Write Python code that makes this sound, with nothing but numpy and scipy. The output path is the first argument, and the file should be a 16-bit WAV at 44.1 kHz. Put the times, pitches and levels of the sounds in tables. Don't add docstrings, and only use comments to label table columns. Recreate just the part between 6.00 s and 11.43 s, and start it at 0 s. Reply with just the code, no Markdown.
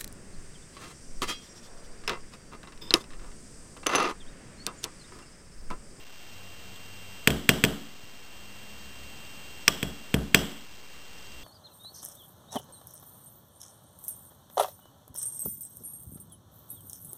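import sys
import numpy as np
from scipy import signal
from scipy.fft import rfft, irfft, next_fast_len
from scipy.io import wavfile
from scipy.ndimage import map_coordinates

SR = 44100
rng = np.random.default_rng(int(sys.argv[2]) if len(sys.argv) > 2 else 0)


def volts_from_db(level):
    exponent = np.asarray(level, float) / 20
    return 10 ** exponent


def waveform_to_disk(signal):
    frames = np.transpose(np.atleast_2d(signal))
    scaled = np.clip(frames, -1, 1) * 32767
    samples = np.round(scaled).astype(np.int16)
    wavfile.write(sys.argv[1], SR, samples)


N = 239683

# (time [s], click level [dB], bright ring re click [dB], table thud re click [dB])
BLOWS = [(1.2742, -4, -22, -10.5), (1.304, -19, -22, -4), (1.4916, -2, -19.5, -13), (1.4995, -19, -11, -11),
         (1.639, -6.5, -18, -8.5), (1.6486, -14.5, -16, -17.5), (3.6797, -4.5, -1, -20),
         (3.8287, -19.5, -22, -3), (4.1418, -15.5, -18, 1), (4.346, -0.5, -12, -14), (4.358, -27, -20, -21)]
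THUD_PIVOT_DB = -6


def unit(x):
    return x / np.sqrt(np.mean(x ** 2) + 1e-20)


def along(points, hz):
    f, v = np.transpose(points)
    return np.interp(np.log(hz + 1), np.log(f + 1), v)


def noise(gain):
    m = next_fast_len(N)
    spectrum = rfft(rng.standard_normal(m)) * gain(np.fft.rfftfreq(m, 1 / SR))
    return unit(irfft(spectrum, m)[:N])


def wobble(rate):
    knots = rng.standard_normal(int(N * rate / SR) + 4)
    return map_coordinates(knots, [np.arange(N) * rate / SR])


def swell(s, length, db):
    t = np.arange(N) / SR - s
    ramp_s = 0.14
    return volts_from_db(db) * np.clip(np.minimum(t, length - t) / ramp_s, 0, 1)


def ring(t, hz, db, t60, attack):
    t = np.maximum(t, 0)
    decay = volts_from_db(db - 60 * t / t60)
    return -decay * (1 - np.exp(-t / attack)) * np.sin(2 * np.pi * hz * t)


def add(track, s, sound):
    track[round(s * SR):][:len(sound)] += sound


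def camera_whine():
    # (nearest line [Hz], tone below it by [Hz], rms level [dB])
    whine_lines = [(2775, 11.9, -53), (3176.3, 14.2, -56.3)]
    pictures_per_s = 30
    t = np.arange(N) / SR
    since = t % (1 / pictures_per_s)
    return sum(np.sqrt(2) * volts_from_db(db) * np.sin(2 * np.pi * (hz * t - below_hz * since))
               for hz, below_hz, db in whine_lines)


def hiss():
    # (frequency [Hz], spectral density [dB per Hz])
    hiss_curve = [(20, -6.5), (60, 3.5), (200, 1.5), (600, -4), (1500, -7.5), (2600, -6), (3600, -8.5),
                  (5000, -8.5), (6500, -11), (9000, -57), (22050, -120)]
    return volts_from_db(-50.5) * noise(lambda f: volts_from_db(along(hiss_curve, f)))


def engine():
    # (time [s], length [s], first order level [dB], second order level [dB])
    surges = [
        (0.247, 0.99, -54.5, -65),
        (2.31, 0.7, -63.5, -60),
        (2.897, 0.67, -62.5, -68.5),
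    ]
    idle_db, cruise_hz, short_hz, settle_s = -66, 105.5, 18, 1.4
    t = np.arange(N) / SR
    firing_hz = cruise_hz - short_hz * np.exp(-t / settle_s)
    first = volts_from_db(idle_db) + sum(swell(s, length, db) for s, length, db, _ in surges)
    second = volts_from_db(idle_db) + sum(swell(s, length, db) for s, length, _, db in surges)
    turn = 2 * np.pi * np.cumsum(firing_hz * (1 + .008 * wobble(9))) / SR
    first_order = first * volts_from_db(1.7 * wobble(8)) * np.sin(turn)
    second_order = second * volts_from_db(2.5 * wobble(8.8)) * np.sin(2 * turn)
    return first_order + second_order


def traffic():
    # (time [s], length [s], level [dB])
    passing = [
        (0.444, .3, -60.5),
        (2.672, .65, -57),
        (5.166, .4, -53),
    ]
    drone_hz, deep_db = 63.04, -63.5
    turn = 2 * np.pi * np.cumsum(drone_hz * (1 + .04 * wobble(4))) / SR
    drone = volts_from_db(3.5 + wobble(6)) * np.sin(turn)
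    deep = volts_from_db(deep_db) * noise(lambda f: 1 / (1 + ((f - drone_hz) / 12) ** 4))
    return sum(swell(*row) for row in passing) * drone + deep


def gain_db():
    rest_db, start_dip_db, recover_s = 3, 7.5, 1.3
    knee_db, dip_slope = -31, .6
    t = np.arange(N) / SR
    dips = [(0, start_dip_db)]
    dips += [(s, dip_slope * (db + thud_db - knee_db)) for s, db, _, thud_db in BLOWS]
    curves = [dip * np.exp(-np.abs(t - s) / recover_s) * (t >= s) for s, dip in dips]
    return rest_db - np.max(curves, axis=0)


def background():
    return volts_from_db(gain_db()) * (camera_whine() + hiss() + engine() + traffic())


def room(x, colour, delay, seconds):
    # (frequency [Hz], t60 [s])
    room_decay = [(100, .5), (500, 0.73), (1500, 0.54), (3300, .5), (5500, 0.43)]
    hz, t, z = signal.stft(rng.standard_normal(SR // 2), SR, nperseg=256)
    fall = along(colour, hz)[:, None] - 60 * t / (seconds * along(room_decay, hz)[:, None])
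    tail = signal.istft(z * volts_from_db(fall), SR, nperseg=256)[1]
    tail = tail * (1 - np.exp(-np.arange(len(tail)) / (0.069 * delay * SR)))
    tail = np.pad(tail / np.linalg.norm(tail), (round(delay * SR), 0))
    return signal.fftconvolve(x, tail)[:N]


def boom(thuds):
    # (frequency [Hz], density [dB per Hz])
    wood_air = [(60, -46), (130, -17), (200, -8.5), (300, -2), (480, -11.5), (650, -12), (1000, -20),
                (1500, -15.5), (3000, -47.5)]
    return volts_from_db(13.5) * room(thuds, wood_air, .006, 0.76)


def walls(blows, rings):
    # (frequency [Hz], density [dB per Hz])
    steel_air = [(300, -31.5), (800, -12), (1500, -11.5), (1800, -8), (2500, -12), (2900, -3.5), (3300, -4),
                 (3700, -11.5), (4500, -14), (5200, -10), (6000, -20), (7000, -51)]
    return volts_from_db(4.0) * room(blows, steel_air, 0.011, 1.4) + volts_from_db(-18.0) * room(rings, [(1, 0)], 0.023, 1.4)


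def clutter(blows):
    # (frequency [Hz], density [dB per Hz])
    clutter_air = [(300, -21.5), (900, -5.5), (2500, -9), (3200, 0), (4000, -14.5), (5500, -7), (7000, -27)]
    return volts_from_db(10.5) * room(blows, clutter_air, 0.000987, 0.071)


def table():
    # (frequency [Hz], level [dB], t60 [s], side of swing [+1 or -1])
    board_modes = [(64.2, -3.0, 0.42, -1), (70.7, -10.0, 0.4, 1), (117.0, -19.0, 0.65, 1),
                   (138.9, 5.0, 0.2, 1), (161.1, -6.0, 0.57, 1), (183.9, 2.0, 0.295, 1),
                   (193.8, 4.0, 0.239, 1), (196.6, 3.0, 0.161, -1), (212.2, -7.0, 0.631, 1),
                   (222.0, -10.0, 0.565, 1), (233.9, -10.0, 0.65, 1), (249.7, 2.0, 0.052, 1),
                   (277.5, -7.0, 0.65, 1), (289.9, -13.0, 0.65, -1), (335.3, -3.5, 0.063, -1),
                 (366.5, -10.5, 0.415, -1), (402.8, -2.0, 0.072, -1), (429.7, -10.0, 0.303, 1),
                 (445.1, -5.5, 0.325, 1), (471.1, 1.0, 0.084, 1), (560, -10.0, 0.12, -1),
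                 (646.2, -16.0, 0.372, -1), (708.9, -6.0, 0.101, 1)]
    modes = board_modes
    tilt, tilt_hz, tilt_floor_db = 0.23, 199, -12.5
    boom_lags = .3
    wood, thuds, t = np.zeros(N + SR), np.zeros(N), np.arange(SR // 2) / SR
    scatter_db = rng.normal(0, 1.1, (len(BLOWS), len(modes)))
    for (s, db, _, thud_db), vary_db in zip(BLOWS, scatter_db):
        slope = tilt * (max(thud_db, tilt_floor_db) - THUD_PIVOT_DB)
        board = 0
        for (hz, level, t60, side), v in zip(modes, vary_db):
            mode_db = level + v + slope * np.log2(tilt_hz / hz)
            board = board + side * ring(t - .00163, hz, mode_db, t60, .0004)
        push = -ring(t - .0005, 347, 27.4, 0.0027, 0.00044)
        add(wood, s, volts_from_db(db + thud_db - 11.5) * (board + push))
        thuds[round(s * SR)] = volts_from_db(db + thud_db - boom_lags * (thud_db - THUD_PIVOT_DB))
    return wood[:N], thuds


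def finger_ticks():
    # (time [s], frequency [Hz], level [dB])
    nudges = [
        (.76, 3340, -35),
        (2.036, 109, -42),
        (3.25, 4630, -39),
        (3.256, 3010, -37),
        (5.184, 5130, -37),
        (5.225, 4770, -37.5),
        (5.2705, 4500, -37.5),
        (5.319, 4740, -35),
    ]
    track, t = np.zeros(N + SR), np.arange(SR // 5) / SR
    for s, hz, db in nudges:
        add(track, s, ring(t, hz, db, .015 + 4.5 / hz, 0.00076))
    return track[:N]


def block_singing():
    # (time [s], level [dB])
    songs = [
        (3.69, -37),
        (3.835, -41),
        (4.36, -34),
    ]
    track, t = np.zeros(N + SR), np.arange(SR // 2) / SR
    for s, db in songs:
        add(track, s, ring(t, 3324, db, .4, .012))
    return track[:N]


def wire():
    # (time [s], mode name, level [dB])
    wire_rings = [
        (1.503, "mid", -22.5),
        (3.68, "low", -21),
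        (4.349, "high", -29),
        (4.349, "top", -29.5),
        (1.498, "top", -38),
        (4.358, "mid", -30),
        (4.375, "mid", -29),
    ]
    wire_modes = {"low": (1190, .065), "mid": (2815, .05), "high": (4974, .08), "top": (5195, .2)}
    track, t = np.zeros(N + SR), np.arange(SR // 5) / SR
    for s, mode, db in wire_rings:
        hz, t60 = wire_modes[mode]
        add(track, s, ring(t, hz, db, t60, 0.00069))
    return track[:N]


def hammer():
    # (frequency [Hz], level [dB], t60 [s], signed side of swing)
    face_modes = [(1485, -6, 0.0078, -0.35), (2480, 10, 0.0029, 0.31), (4536, -20.5, 0.019, 0.29),
                  (1061, -22.5, 0.011, 0.74), (1724, -20, 0.015, -0.45)]
    block_hz, block_t60, block_lag_s = 3246, .0175, .00027
    base_db, block_lags = -11, 0.31
    rim_db, rim_until_s = -1, 2.5
    bounce_s, bounce_dull_db = .04, -2.5
    face, rings, blows = np.zeros(N + SR), np.zeros(N + SR), np.zeros(N)
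    t = np.arange(SR // 5) / SR
    gaps = np.diff([0] + [row[0] for row in BLOWS])
    for (s, db, bright_db, _), chance, gap in zip(BLOWS, rng.standard_normal(len(BLOWS)), gaps):
        click = sum(side * ring(t, hz, level + 14.0, t60, .00035) for hz, level, t60, side in face_modes)
        click = volts_from_db(db + bounce_dull_db * (gap < bounce_s)) * click
        add(face, s - .00015, click)
        add(face, s - .002, volts_from_db(-26) * click)

        bright_hz = 5204 * (1 + .03 * np.tanh(chance))
        bright = volts_from_db(db) * ring(t - .0005, bright_hz, bright_db + 14.0, 0.0071, 0.0011)
        crack = volts_from_db(db) * ring(t - 0.001185, 4500, .5 * bright_db - 6.5 + 14.0, 0.0013, .0001)
        add(face, s, 0.44 * bright + crack)

        block_db = base_db - block_lags * db + rim_db * (s < rim_until_s)
        block = volts_from_db(db) * ring(t - block_lag_s, block_hz, block_db + 9.5, block_t60, 0.0005)
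        add(rings, s, 0.53 * bright - block)
        blows[round(s * SR)] = volts_from_db(db + 0.37 * block_db)
    return face[:N], rings[:N], blows


def scene():
    face, rings, blows = hammer()
    wood, thuds = table()
    steel = face + rings + wire() + finger_ticks() + block_singing()
    echoes = clutter(blows) + walls(blows, rings) + boom(thuds)
    return (steel + wood + echoes + background())[None]


def low_pass(x):
    return signal.sosfilt(signal.butter(12, 16230, fs=SR, output="sos"), x)


def record(dry):
    step, hold = 1 / 128, 4
    smooth = signal.sosfilt(signal.butter(4, 6300, fs=SR, output="sos"), dry)
    codes = np.clip(np.round((smooth[:, 2::hold] - .0065) / step), -128, 127)
    held = np.repeat(codes * step, hold, axis=1)
    held = np.pad(held, ((0, 0), (1, hold)), "edge")[:, :N]
    hz = np.fft.rfftfreq(N, 1 / SR)
    top_cut = volts_from_db(-38 * np.clip((hz - 15450) / 150, 0, 1))
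    held = irfft(rfft(held) * top_cut, N)
    return low_pass(held)


dry = scene()
out = record(dry)
waveform_to_disk(out)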